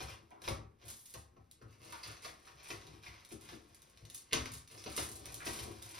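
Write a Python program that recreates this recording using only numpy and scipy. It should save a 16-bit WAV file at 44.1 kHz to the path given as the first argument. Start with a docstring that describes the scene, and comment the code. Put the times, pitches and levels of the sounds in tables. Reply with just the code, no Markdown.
"""A knock, a scrape and a low thump: a hand pushes and twists a plastic collar into a hanging foil duct.
Each shove thumps the air in the duct. The foil crinkles as small creases buckle and snaps at large ones.
The collar's rim sticks, slips and knocks on the foil, and its body and walls ring along.
Two microphone ports hear it from a few metres away, over the faint rush of a bare room."""
import sys
import numpy as np
from scipy import signal
from scipy.fft import rfft, irfft, next_fast_len
from scipy.io import wavfile
from scipy.ndimage import uniform_filter1d

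SR = 44100
rng = np.random.default_rng(int(sys.argv[2]) if len(sys.argv) > 2 else 0)


def wav_record(signal):
    """Record a signal, one row per channel, as 16-bit PCM in the file named by sys.argv[1]."""
    frames = np.transpose(np.atleast_2d(signal))
    bounded = np.clip(frames, -1, 1)
    # unit amplitude maps onto the largest positive 16-bit level
    quanta = np.round(bounded * 32767).astype(np.int16)
    wavfile.write(sys.argv[1], SR, quanta)


N = 264159
T = np.arange(N) / SR


def amp(db):
    """Decibels to gain."""
    return 10 ** (np.asarray(db) / 20)


def along(rows, hz, column=1):
    """One table column, interpolated over log frequency."""
    rows = np.array(rows, float)
    return np.interp(np.log(hz + 1), np.log(rows[:, 0]), rows[:, column])


def unit(h):
    """Scale to unit energy."""
    return h / np.sqrt(np.sum(h ** 2))


def through(x, h):
    """Convolve with an impulse response."""
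    return signal.fftconvolve(x, h)[:N]


def colour(spectrum, size=2048):
    """Minimum-phase, unit-energy response of a (frequency [Hz], level [dB]) spectrum."""
    hz = np.fft.rfftfreq(size, 1 / SR)
    cepstrum = irfft(np.log(amp(along(spectrum, hz))))
    cepstrum[1:size // 2] *= 2
    cepstrum[size // 2:] = 0
    return unit(irfft(np.exp(rfft(cepstrum))))


def ring(modes):
    """Unit-energy response of decaying modes, alternating in sign."""
    t = T[:SR]
    return unit(sum((-1) ** k * amp(db) * np.sin(2 * np.pi * hz * t) * np.exp(-np.log(1000) * t / t60_s)
                    for k, (hz, db, t60_s) in enumerate(modes)))


def slips(rate_hz, scatter_db):
    """Random tiny impulses of uneven size, power levelled over 50 ms."""
    impulses = (rng.random(N) < rate_hz / SR) * rng.choice([-1, 1], N)
    impulses = impulses * amp(scatter_db * np.minimum(rng.exponential(size=N), 4))
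    power = np.abs(uniform_filter1d(impulses ** 2, SR // 20))
    return impulses / np.sqrt(power + 0.00081)


def blows(times_s, levels_db, chatter, settle_s, rate_hz):
    """One impulse per blow, then a dying chatter of contacts."""
    out, t = np.zeros(N + SR), T[:SR // 4]
    decay_s = settle_s + 1e-4
    for time_s, db in zip(times_s, levels_db):
        contacts = (rng.random(len(t)) < rate_hz / SR) * rng.standard_normal(len(t))
        blow = chatter * contacts * np.exp(-t / decay_s) / np.sqrt(rate_hz * decay_s / 2)
        blow[0] += 1
        start = int(time_s * SR)
        out[start:start + len(t)] += amp(db) * unit(blow) * np.sqrt(SR / 20)
    return out[:N]


# (frequency [Hz], relative level [dB])
AIR_SPECTRUM = [(25, -12.5), (70, 3.5), (130, -3), (200, -9), (500, -17.5), (1500, -22), (5000, -38.5),
                (15000, -38)]


def room_air():
    """Faint steady rush of the room."""
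    return amp(-71) * np.array([through(rng.standard_normal(N), colour(AIR_SPECTRUM)) for _ in range(2)])


# echoes off the nearest surfaces: (delay [s], level re direct [dB])
ECHOES = [(.0079, -3), (.0172, -9)]
# (frequency [Hz], t60 [s])
ROOM_DECAY = [(100, 0.69), (400, 0.35), (1200, 0.42), (3000, 0.29), (8000, 0.26), (15000, 0.096)]


def room(x, wet_db, build_s=0.00022, drift_hz=0.3633, paths=3):
    """Direct sound, first echoes and diffuse tail, as two unrelated views of the room."""
    t, size = T[:SR * 2 // 3], next_fast_len(N + SR, real=True)
    echoes = np.zeros(len(t))
    for delay_s, db in ECHOES:
        echoes[int(delay_s * SR)] = amp(db)
    direct = t == 0
    early = np.array([unit(direct + echoes), unit(direct - echoes)])
    out = rfft(x, size) * rfft(early, size)
    for k in range(paths):
        hz, age_s, noise = signal.stft(rng.standard_normal((2, len(t))), SR, nperseg=256)
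        decay = np.exp(-np.log(1000) * age_s / along(ROOM_DECAY, hz)[:, None])
        tails = signal.istft(noise * decay)[1][:, :len(t)]
        tails = np.array([unit(tail * (1 - np.exp(-t / build_s))) for tail in tails])
        # moving hands shift the sound between paths
        share = np.cos(2 * np.pi * drift_hz * T + np.pi * k / paths) * np.sqrt(2 / paths)
        out += amp(wet_db) * rfft(x * share, size) * rfft(tails, size)
    return irfft(out, size)[:, :N] / np.sqrt(1 + amp(wet_db) ** 2)


# air column: (frequency [Hz], relative level [dB], t60 [s])
DUCT_MODES = [(59, -1, 0.18), (73.1, 3, 0.22), (79.9, -3, 0.2), (102, -1.5, 0.35), (117.4, 0.5, 0.17),
              (154.2, -8.5, 0.34)]


def duct(shove_db, knock_times_s, knock_db):
    """Shoves pump the air in the duct, which also booms just after each knock."""
    push = slips(rate_hz=490, scatter_db=1) * amp(shove_db - 2.5)
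    push += blows(knock_times_s + 0.01273, knock_db - 0.5, chatter=0.31, settle_s=0.023, rate_hz=390)
    highpass = signal.butter(2, 50, "high", fs=SR, output="sos")
    boom = signal.sosfilt(highpass, through(push, ring(DUCT_MODES)))
    # long waves reach both ports alike: second view empty
    return np.array([boom, np.zeros(N)])


# (frequency [Hz], relative level [dB])
FOIL_SPECTRUM = [(300, -21), (1000, -24), (2000, -25), (3500, -4), (5500, -3), (8000, 2.5), (10500, 1.5),
                 (13000, -5.5), (15500, 2)]
# creases snapping through: (time [s], bright tick drive [dB], duller crack drive [dB])
SNAPS = [(0.306, -63, -75), (0.4187, -51, -59), (0.487, -37.5, -53), (0.8822, -41.5, -58),
         (1.0575, -47, -64), (1.1391, -43, -59), (1.5127, -49, -65), (1.924, -44, -58),
         (2.1685, -70, -56.5), (2.8144, -72, -57.5), (2.8684, -56, -55.5), (3.249, -49.5, -59.5),
         (3.7468, -51, -67), (3.8193, -51.5, -71), (3.8973, -59, -81), (3.974, -59, -60),
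         (4.052, -53.5, -58.5), (4.1, -44.5, -53.5), (4.147, -38, -57), (4.3311, -27, -30.5),
         (4.4568, -46, -45.5), (4.6758, -53, -59), (4.84, -48, -50.5), (5.257, -40, -51.5),
         (5.323, -44, -69), (5.3432, -35.5, -66), (5.8251, -42, -57)]


def foil(crinkle_db, rattle_s=0.005):
    """Small creases buckle as the duct bends; now and then a large one snaps."""
    times_s, tick_db, crack_db = np.transpose(SNAPS)
    buckles = slips(rate_hz=900, scatter_db=7) * amp(crinkle_db + 2.5)
    ticks = blows(times_s, tick_db - 10.5, chatter=2.4, settle_s=rattle_s, rate_hz=3200)
    cracks = blows(times_s, crack_db - 7.5, chatter=1.64, settle_s=rattle_s, rate_hz=7200)
    sheet = colour(FOIL_SPECTRUM)
    crease = ring([(2230, 0.22, 0.0016), (3910, 0.97, 0.0023), (6070, -3, 0.0033)])
    snaps = through(ticks, sheet) + through(cracks, crease)
    # large creases face outward: more direct sound
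    return room(through(buckles, sheet), wet_db=5) + room(snaps, wet_db=-3, build_s=0.008)


# rim on foil: (time [s], length [s], centre [Hz], bandwidth [Hz], level [dB])
SCRAPES = [(0.111, 0.0092, 2670, 500, -53), (0.306, 0.03, 706, 200, -58), (0.305, 0.11, 1040, 250, -67.5),
           (.313, 0.0056, 2110, 700, -60.5), (0.447, 0.022, 4100, 1500, -63),
           (0.869, 0.38, 12600, 5000, -66), (1.362, 0.0076, 1040, 300, -65),
           (1.615, 0.015, 1290, 250, -61.5), (1.923, 0.024, 960, 201, -50),
           (1.926, 0.033, 1600, 1500, -54.5), (2.033, 0.005, 4630, 330, -43.5),
           (2.073, 0.026, 1480, 600, -55.5), (2.469, 0.029, 1260, 700, -58.5),
           (3.06, 0.014, 2230, 220, -52), (3.11, 0.16, 2100, 400, -72), (4.309, 0.025, 2490, 2520, -54.5),
           (4.776, 0.039, 5350, 703, -57.5), (5.401, 0.041, 1550, 1400, -50.5)]


def scrapes(slip_hz=1100):
    """Short stick-slip squeaks and rasps at listed pitches; one long high hiss of rim on foil."""
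    out, t = np.zeros(N + SR), T[:SR // 4]
    for time_s, length_s, hz, width_hz, db in SCRAPES:
        run = (rng.random(len(t)) < slip_hz / SR) * rng.standard_normal(len(t))
        run *= np.exp(-(t / length_s) ** 4)
        rasp = signal.lfilter(*signal.iirpeak(hz, hz / width_hz, SR), run)
        rasp = signal.lfilter(*signal.iirpeak(hz, 1, SR), rasp)
        start = int(time_s * SR)
        out[start:start + len(t)] += amp(db) * unit(rasp) * np.sqrt(length_s * SR)
    return out[:N]


# collar body: (frequency [Hz], relative level [dB], t60 [s])
BODY_MODES = [(220.7, -7, 0.26), (255.6, -12, 0.39), (301, -2.5, 0.13), (334.7, 0, 0.15),
              (380.5, -4, 0.077), (400, -6.5, 0.21), (433, 0, 0.074)]
# flat collar walls: (frequency [Hz], relative level [dB], t60 [s])
WALL_MODES = [(469, 2, 0.022), (558.4, -3, 0.07), (685, 3.5, 0.025), (793, -7, 0.13), (960, 3.5, 0.0091),
              (1123, -0.5, 0.023), (1290, -7.5, 0.11), (1600, -33, 0.015)]
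# (frequency [Hz], relative level [dB])
RIM_SPECTRUM = [(400, -47), (900, 5), (1400, 2.2), (1900, 2), (2500, 3.5), (3300, 0.6), (4400, 0.15),
                (5800, 0.5), (8500, -20), (15000, -13)]
# walls ring less once seated in the duct: (time [s], level re mean of rim and body drive [dB])
SEATING = [(1.7, -3.5), (2.7, -12.5)]


def collar(flex_db, slide_db, knock_times_s, rim_db, body_db):
    """The rim sticks, slips and knocks on the foil; body and walls ring along."""
    rub = slips(rate_hz=1600, scatter_db=5.5)
    # body follows flexing, rim follows sliding, walls lie between
    body = rub * amp(flex_db - 4)
    wall = rub * amp((flex_db + slide_db) / 2 - 5.5)
    rim = rub * amp(slide_db - 4)
    wall_db = (rim_db + body_db) / 2 + np.interp(knock_times_s, *np.transpose(SEATING))
    body += blows(knock_times_s, body_db - 2.5, chatter=0.44, settle_s=0.0063, rate_hz=380)
    wall += blows(knock_times_s, wall_db, chatter=1.13, settle_s=0.0067, rate_hz=1100)
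    rim += blows(knock_times_s, rim_db - 13.5, chatter=8.2, settle_s=0.007, rate_hz=3300)
    deep = through(body, ring(BODY_MODES))
    bright = through(wall, ring(WALL_MODES)) + through(rim, colour(RIM_SPECTRUM)) + scrapes()
    return room(deep, wet_db=-2.5) + room(bright, wet_db=2)


def hand_moves(moves, rest_db, rise_db_per_s, sag_db_per_s, fall_db_per_s):
    """Two drive levels [dB]: each move swells, sags and dies away over the resting levels."""
    power = amp(rest_db) ** 2
    for time_s, length_s, *drives_db in moves:
        t = T - time_s
        shape_db = rise_db_per_s * np.minimum(t, 0)
        shape_db -= sag_db_per_s * np.clip(t, 0, length_s)
        shape_db -= fall_db_per_s * np.maximum(t - length_s, 0)
        power += (amp(drives_db)[:, None] * amp(np.maximum(shape_db, -100))) ** 2
    return 10 * np.log10(power)


# held collar resting on the foil: (time [s], rubbing drive [dB])
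GRIP = [(0, -71.5), (.7, -85), (1.55, -81.5), (1.95, -62.5), (2.4, -66), (3.0, -73), (3.7, -67.5),
        (4.25, -68.5), (4.65, -74), (5.2, -60), (5.99, -58.5)]
# (time [s], length [s], duct air drive [dB], collar flex drive [dB])
SHOVES = [(0.0, 0.033, -49.5, -59.5), (.13, 0.092, -64, -66.5), (.31, 0.049, -74, -63.5),
          (.45, 0.19, -49.5, -60), (.83, 0.042, -56.5, -62), (1.2, 0.13, -64.5, -72),
          (1.62, 0.04, -51, -63.5), (1.79, 0.11, -59.5, -64), (2.06, 0.03, -54, -62),
          (2.54, 0.069, -61.5, -75), (2.72, 0.021, -51.5, -62), (2.83, 0.11, -55.5, -60.5),
          (3.06, 0.061, -61.5, -68.5), (3.42, 0.13, -59.5, -93), (4.02, 0.015, -53, -65),
          (4.355, 0.023, -40, -56), (4.5, .06, -49.5, -70), (4.72, 0.05, -57.5, -61),
          (4.97, 0.017, -53, -71), (5.08, 0.44, -54.5, -58.5), (5.45, 0.12, -52, -60),
          (5.63, 0.063, -54, -50.5), (5.73, .13, -56, -75)]
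# (time [s], length [s], rim slide drive [dB], foil crinkle drive [dB])
TWISTS = [(0.0, 0.005, -42.5, -48.5), (.075, 0.047, -51.5, -60.5), (.445, 0.07, -47.5, -54),
          (.815, 0.044, -60, -72), (.875, 0.025, -54.5, -49), (.92, .1, -73, -60), (1.06, 0.14, -69, -59.5),
          (1.62, 0.016, -81, -77), (1.71, 0.015, -63.5, -74), (1.825, 0.16, -55.5, -61),
          (2.035, 0.079, -50, -56.5), (2.23, 0.042, -50.5, -55), (2.455, 0.027, -57, -67),
          (2.58, .06, -57, -81), (2.645, 0.1, -53, -56), (2.79, 0.18, -60.5, -70.5),
          (3.035, 0.049, -53.5, -64.5), (3.12, 0.082, -58.5, -74), (3.305, 0.014, -58.5, -54),
          (3.41, .05, -58, -61.5), (3.49, 0.058, -58, -64), (4.148, .025, -81, -51.5),
          (4.335, .07, -46.5, -54), (4.46, 0.039, -61, -64), (4.525, 0.026, -53.5, -48),
          (4.705, 0.15, -57, -59), (4.89, 0.089, -50, -53.5), (4.97, 0.037, -43, -39),
          (5.04, .13, -72, -51.5), (5.26, 0.034, -53, -59), (5.35, 0.043, -73, -55.5),
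          (5.46, 0.01, -39.5, -42.5), (5.51, .12, -49.5, -48.5), (5.66, 0.084, -64, -61),
          (5.83, 0.086, -58, -54.5), (5.95, 0.037, -47.5, -54)]
# collar knocks: (time [s], rim drive [dB], duct air drive [dB], body drive [dB])
KNOCKS = [(0.0034, -39.5, -52.5, -55.5), (0.0845, -43.5, -56, -72), (0.4182, -49, -75, -72),
          (0.4773, -33, -59, -46), (0.4872, -51, -40, -63), (1.1437, -44.5, -53.5, -64.5),
          (1.3659, -67, -60, -63.5), (1.6132, -58, -57, -60), (1.924, -46.5, -70, -81),
          (2.0362, -41.5, -65, -91), (2.2471, -36.5, -69, -62), (2.7018, -34, -73, -53),
          (3.063, -46.5, -57.5, -70), (3.3165, -52.5, -53.5, -50.5), (3.489, -41.5, -70, -73),
          (3.5236, -49.5, -65, -52), (4.3247, -31.5, -65, -47), (4.3313, -26.5, -45, -38),
          (4.4564, -38.5, -57, -68), (4.861, -39, -53.5, -43.5), (4.977, -30, -49.5, -46),
          (5.464, -37, -49, -45.5), (5.5894, -38, -47.5, -57), (5.679, -57, -54, -51)]


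def scene():
    """Grip, shoves, twists and knocks drive duct, foil and collar."""
    grip_db = np.interp(T, *np.transpose(GRIP))
    shove_db, flex_db = hand_moves(SHOVES, rest_db=[grip_db - 7.5, grip_db - 8],
                                   rise_db_per_s=597, sag_db_per_s=10, fall_db_per_s=248)
    slide_db, crinkle_db = hand_moves(TWISTS, rest_db=[grip_db, grip_db - 7],
                                      rise_db_per_s=650, sag_db_per_s=14, fall_db_per_s=317)
    knock_times_s, rim_db, boom_db, body_db = np.transpose(KNOCKS)
    plastic = collar(flex_db, slide_db, knock_times_s, rim_db, body_db)
    return duct(shove_db, knock_times_s, boom_db) + plastic + foil(crinkle_db) + room_air()


# microphone pair: (frequency [Hz], left phase lead [rad], coherence [0-1], left minus right [dB])
PORTS = [(100, 0.02, 0.97, 2.2), (220, 0.04, 0.86, 4.3), (330, -0.34, 0.83, 6.6), (470, -0.87, 0.33, 5.4),
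         (750, -2.96, 0.29, 0.2), (1400, -1.67, 0.11, 1.0), (2200, 0.0, 0.87, 0.8), (3200, 0.41, 0.64, 3.1),
         (5000, 0.02, 0.7, 0.3), (6300, -1.41, 0.38, 2.7), (7300, -3.17, 0.94, -0.4),
         (8600, -4.07, 0.84, -0.2), (11000, -6.29, 0.98, 0.2), (13000, -8.13, 0.66, -0.2),
         (14500, -9.43, 0.98, -0.2)]


def record(dry, cutoff_hz=16000):
    """The right port hears part of what the left does, phase-shifted; both are low-passed."""
    size = next_fast_len(N + SR // 10)
    hz = np.fft.rfftfreq(size, 1 / SR)
    lead_rad, coherence, balance_db = (along(PORTS, hz, column) for column in (1, 2, 3))
    left, unrelated = rfft(dry, size)
    right = (coherence * left + np.sqrt(1 - coherence ** 2) * unrelated) * np.exp(-1j * lead_rad)
    lean = amp(balance_db / 2)
    ports = irfft(np.array([left * lean, right / lean]), size)[:, :N]
    lowpass = signal.ellip(10, 0.2, 70, cutoff_hz, fs=SR, output="sos")
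    return signal.sosfilt(lowpass, ports)


dry = scene()
out = record(dry)
wav_record(out)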